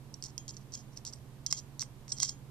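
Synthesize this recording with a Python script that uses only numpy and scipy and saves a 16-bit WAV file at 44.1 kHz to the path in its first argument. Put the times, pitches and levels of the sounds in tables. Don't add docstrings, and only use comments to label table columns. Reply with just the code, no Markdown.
import sys
import numpy as np
from scipy import signal
from scipy.fft import rfft, irfft
from scipy.io import wavfile
from scipy.ndimage import uniform_filter1d

SR = 44100
rng = np.random.default_rng(int(sys.argv[2]) if len(sys.argv) > 2 else 0)


def makeup_ratio(level_db):
    decades = np.asarray(level_db, float) / 20
    return 10 ** decades


def digitize_waveform(pressure):
    field = np.atleast_2d(pressure).T
    bounded = np.clip(field, -1, 1)
    quanta = np.round(bounded * 32767).astype(np.int16)
    wavfile.write(sys.argv[1], SR, quanta)


N = 110250
TOP_HZ = 14250


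def band(x, hz, width_hz):
    return signal.lfilter(*signal.iirpeak(hz, hz / width_hz, SR), x)


def ring(strike, modes):
    total = 0
    for hz, db, t60_s in modes:
        pole = np.exp((2j * np.pi * hz - np.log(1000) / t60_s) / SR)
        total = total + makeup_ratio(db) * signal.lfilter([1], [1, -pole], strike + 0j).imag
    return total


def colour(points, channels):
    hz, db = np.array(points).T
    f = np.arange(N // 2 + 1) * SR / N + 1
    density = makeup_ratio(np.interp(np.log(f), np.log(hz), db))
    spectrum = rfft(rng.standard_normal((channels, N))) * (f < TOP_HZ) * density
    return irfft(spectrum, N) * np.sqrt(SR / 2)


def walk(per_s):
    k = int(SR / per_s)
    steps = np.repeat(rng.standard_normal(N // k + 1), k)
    return uniform_filter1d(uniform_filter1d(steps, k), k)[:N]


# pitch_hz, density_db_per_hz
HISS = [(20, -77), (300, -96), (1000, -100), (3000, -103.5), (8000, -108), (14000, -110)]


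def amplifier_hiss():
    left_db = -2.5
    return colour(HISS, channels=2) * makeup_ratio(np.array([[left_db], [0]]))


# pitch_hz, level_db, wander_db
HUM = [
    (119.46, -57, 3.5),
    (136.85, -54, 2.5),
]
# pitch_hz, width_hz, level_db
AIR_MODES = [(34, 6, -70), (100, 14, -68), (196, 14, -66), (223, 6, -68)]
# pitch_hz, density_db_per_hz
AIR = [(15, -84.5), (60, -76), (160, -83), (300, -82), (600, -93), (1050, -94), (1300, -102), (4000, -125)]


def room_tone():
    t = np.arange(N) / SR
    tone = np.zeros(N)
    for hz, db, wander_db in HUM:
        level = makeup_ratio(db + wander_db * walk(7.14))
        tone += np.sqrt(2) * level * np.sin(2 * np.pi * (hz * t + rng.random()))
    for hz, width_hz, db in AIR_MODES:
        unit_level = np.sqrt(SR / width_hz / np.pi)
        tone += makeup_ratio(db) * unit_level * band(rng.standard_normal(N), hz, width_hz)
    return 1.257 * tone + colour(AIR, channels=1)[0]


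def room_reflections(metal):
    t60_s, level_db = .14, -40
    t = np.arange(9000) / SR
    tails = makeup_ratio(level_db) * rng.standard_normal((2, len(t))) * np.exp(-np.log(1000) * t / t60_s)
    return signal.fftconvolve(metal[None], tails, axes=1)[:, :N]


# pitch_hz, sharpness, level_db
PORTS = [
    (7270, 3.7, 0.5),
    (5790, 5.8, 6.5),
]


def ports(at):
    heard = []
    for x, (hz, sharpness, db) in zip(at, PORTS):
        w = 2 * SR * np.tan(np.pi * hz / SR)
        cavity = signal.bilinear([w * w], [1, w / sharpness, w * w], SR)
        heard.append(makeup_ratio(db) * signal.lfilter(*cavity, x))
    return np.array(heard)


# pitch_hz, level_db, t60_s
PIN = [(3225, -21, .26), (3262, -26, .16)]
# pitch_hz, level_db, t60_s
COLLAR = [(6648, -7, .19), (6682, -13, .1)]
# pitch_hz, level_db, t60_s
SPRING = [(8160, -3, .08)]
# start_s, pin_db, collar_db, spring_db
RINGS = [(.2247, -57, -60, -52), (.3789, -43, -49, -64), (.4807, -47, -50, -70), (.7524, -47, -50, -72),
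         (1.0508, -58, -56, -64), (1.1356, -75, -68, -55), (1.4636, -42, -48, -52), (1.5261, -38, -39, -47),
         (1.5657, -49, -62, -64), (1.7944, -54, -60, -75), (1.8184, -50, -60, -42), (2.1234, -43, -49, -39),
         (2.201, -33, -42, -42), (2.2307, -40, -39, -45), (2.265, -43, -57, -60), (2.2944, -45, -48, -55)]


def loose_parts():
    strikes = np.zeros((3, N))
    for start_s, *db in RINGS:
        strikes[:, int(start_s * SR)] = makeup_ratio(np.array(db))
    return sum(ring(x, modes) for x, modes in zip(strikes, (PIN, COLLAR, SPRING)))


# start_s, length_s, peak_place (0-1)
SLIDES = [(.141, .009, .2), (.222, .05, .8), (.27, .045, .3), (.48, .032, .3), (.536, .02, .3),
          (.559, .027, .4), (.6, .04, .3), (.718, .039, .7), (.755, .075, .3), (.905, .055, .6),
          (.958, .035, .45), (1.05, .058, .3), (1.124, .018, .6), (1.14, .06, .3), (1.463, .015, .2),
          (1.499, .021, .65), (1.527, .03, .1), (1.56, .047, .5), (1.795, .05, .3), (2.08, .038, .7),
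          (2.116, .015, .4), (2.158, .038, .6), (2.201, .031, .8), (2.231, .055, .06), (2.282, .018, .6),
          (2.298, .04, .1)]
SLIDE_DB = [-56, -45, -56, -49, -58, -60, -66, -46, -56, -68, -53, -45.5, -50, -66, -46, -38, -49, -46, -43,
            -48, -36, -49, -35, -38, -35, -53]


def slides():
    grains_per_s, spread_db = 9000, 2
    stick_db, stick_per_s = 3, 350
    t, pressure = np.arange(N) / SR, np.zeros(N)
    for (start_s, length_s, peak), db in zip(SLIDES, SLIDE_DB):
        corners_s = [start_s, start_s + length_s * peak, start_s + length_s]
        pressure += makeup_ratio(db) * np.interp(t, corners_s, [0, 1, 0])
    chance, size, side = rng.random((3, N))
    grain = makeup_ratio(-spread_db * np.log(size + 0.014)) * np.sign(side - .5)
    grit = (chance < grains_per_s / SR) * grain
    return pressure * makeup_ratio(stick_db * walk(stick_per_s)) * grit


# start_s, peak_db, knock_db, bright_edge_db
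CONTACTS = [(.141, -33.5, -39, -14), (.2247, -33.5, -51, -10), (.2393, -31, -51, -5.5),
            (.3789, -30, -37, -2.5), (.4807, -38.5, -35, 1), (.7524, -34.5, -35, -1),
            (.9738, -36, -25.5, -4.5), (1.0508, -40, -40, 6.5), (1.1356, -36.5, -29, -10),
            (1.4636, -21, -36, -9), (1.5261, -17, -21, -4), (1.7944, -27, -34, -11), (1.8085, -27, -34, -8),
          (1.8184, -23, -45, -9), (1.8258, -35, -10, -7), (2.0805, -41, -18, -7), (2.1844, -31, -30, -9),
          (2.201, -20, -30, -15), (2.2307, -12, -27, -9)]
# start_s, peak_db
CATCHES = [(0.1449, -46), (0.2511, -43), (0.259, -43), (0.2631, -39), (0.382, -44), (0.4918, -39),
           (0.4947, -41), (0.5027, -40), (0.5078, -40), (0.5677, -42), (0.5721, -45), (0.7218, -48),
           (0.7381, -38), (0.7439, -39), (0.749, -38), (0.9701, -46), (1.0658, -39), (1.0779, -40),
           (1.1261, -48), (1.4685, -31), (1.5107, -30), (1.5144, -33), (1.5297, -38), (1.5383, -43),
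           (1.5477, -43), (1.5569, -45), (1.5652, -45), (1.5701, -42), (1.5738, -42), (1.5767, -40),
           (1.5817, -42), (1.5891, -41), (1.5934, -41), (1.5997, -46), (1.8028, -37), (1.832, -44),
           (2.0938, -48), (2.106, -45), (2.1197, -29), (2.1234, -29), (2.1969, -41), (2.2235, -28),
           (2.2276, -26), (2.2352, -27), (2.2472, -33), (2.2499, -35), (2.2559, -35), (2.2684, -39),
           (2.2769, -41), (2.2802, -39), (2.2829, -39), (2.2935, -25), (2.3054, -48)]
# pitch_hz, level_db, t60_s
BODY = [(1150, 0, .012), (1600, -3, .008), (2100, -2, .012), (2600, -3, .006), (2100, -21, .07)]


def hits():
    contact_s, contact_db = .0004, -8
    rattle_s, rattle_db = .002, -18
    edge_s, edge_fizz_db = .0012, -8
    catches = [(s, db + 2, -36, -14) for s, db in CATCHES]
    rows = CONTACTS + catches
    t = np.arange(600) / SR
    press = makeup_ratio(contact_db) * t / contact_s * np.exp(1 - t / contact_s)
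    rattle = makeup_ratio(rattle_db) * np.exp(-t / rattle_s)
    push, edge, knock = np.zeros((3, N + len(t)))
    for start_s, db, knock_db, edge_db in rows:
        i = int(start_s * SR)
        grain = rng.standard_normal(len(t))
        shape = grain * (press + rattle)
        shape[2] = 3
        shape = 3 * makeup_ratio(db) * shape / np.sqrt(np.sum(shape ** 2))
        fizz = makeup_ratio(db + edge_fizz_db) * grain * np.exp(-t / edge_s)
        push[i:i + len(t)] += shape
        edge[i:i + len(t)] += makeup_ratio(edge_db) * (shape / 2 + fizz)
        knock[i] = makeup_ratio(db + knock_db)
    return push[:N], edge[:N], ring(knock[:N], BODY)


def scene():
    push, edge, knocks = hits()
    grit = slides()
    slide_rings = makeup_ratio(-47) * ring(grit, PIN + COLLAR + SPRING)
    slide_knocks = makeup_ratio(-45) * ring(grit, BODY)
    rings = knocks + loose_parts() + slide_rings + slide_knocks
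    clank_band = signal.butter(3, [4200, 8900], "band", fs=SR, output="sos")
    clank = signal.sosfilt(clank_band, push + grit)
    body_low_hz = 850
    metal = clank + signal.lfilter(*signal.butter(2, body_low_hz, "high", fs=SR), rings)
    spark = np.diff(edge + makeup_ratio(-19) * grit, prepend=0)
    edge_left_db, air_left_db = 4, -7.5
    at = metal + room_reflections(metal)
    at = at + spark * makeup_ratio(np.array([[edge_left_db], [-edge_left_db]]) / 2)
    at[1] -= .8 * band(at[1], 7500, 1800)
    return ports(at) + room_tone() * makeup_ratio(np.array([[air_left_db], [0]]))


def low_pass(x):
    return signal.sosfilt(signal.butter(12, 16650, fs=SR, output="sos"), x)


def record(dry):
    top_db, cut_hz = -9, 16550
    f = np.arange(N // 2 + 1) * SR / N
    response = np.where(f < TOP_HZ, 1, makeup_ratio(top_db)) * (f < cut_hz)
    mix = irfft(rfft(dry) * response, N) + amplifier_hiss()
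    return low_pass(mix)


dry = scene()
out = record(dry)
digitize_waveform(out)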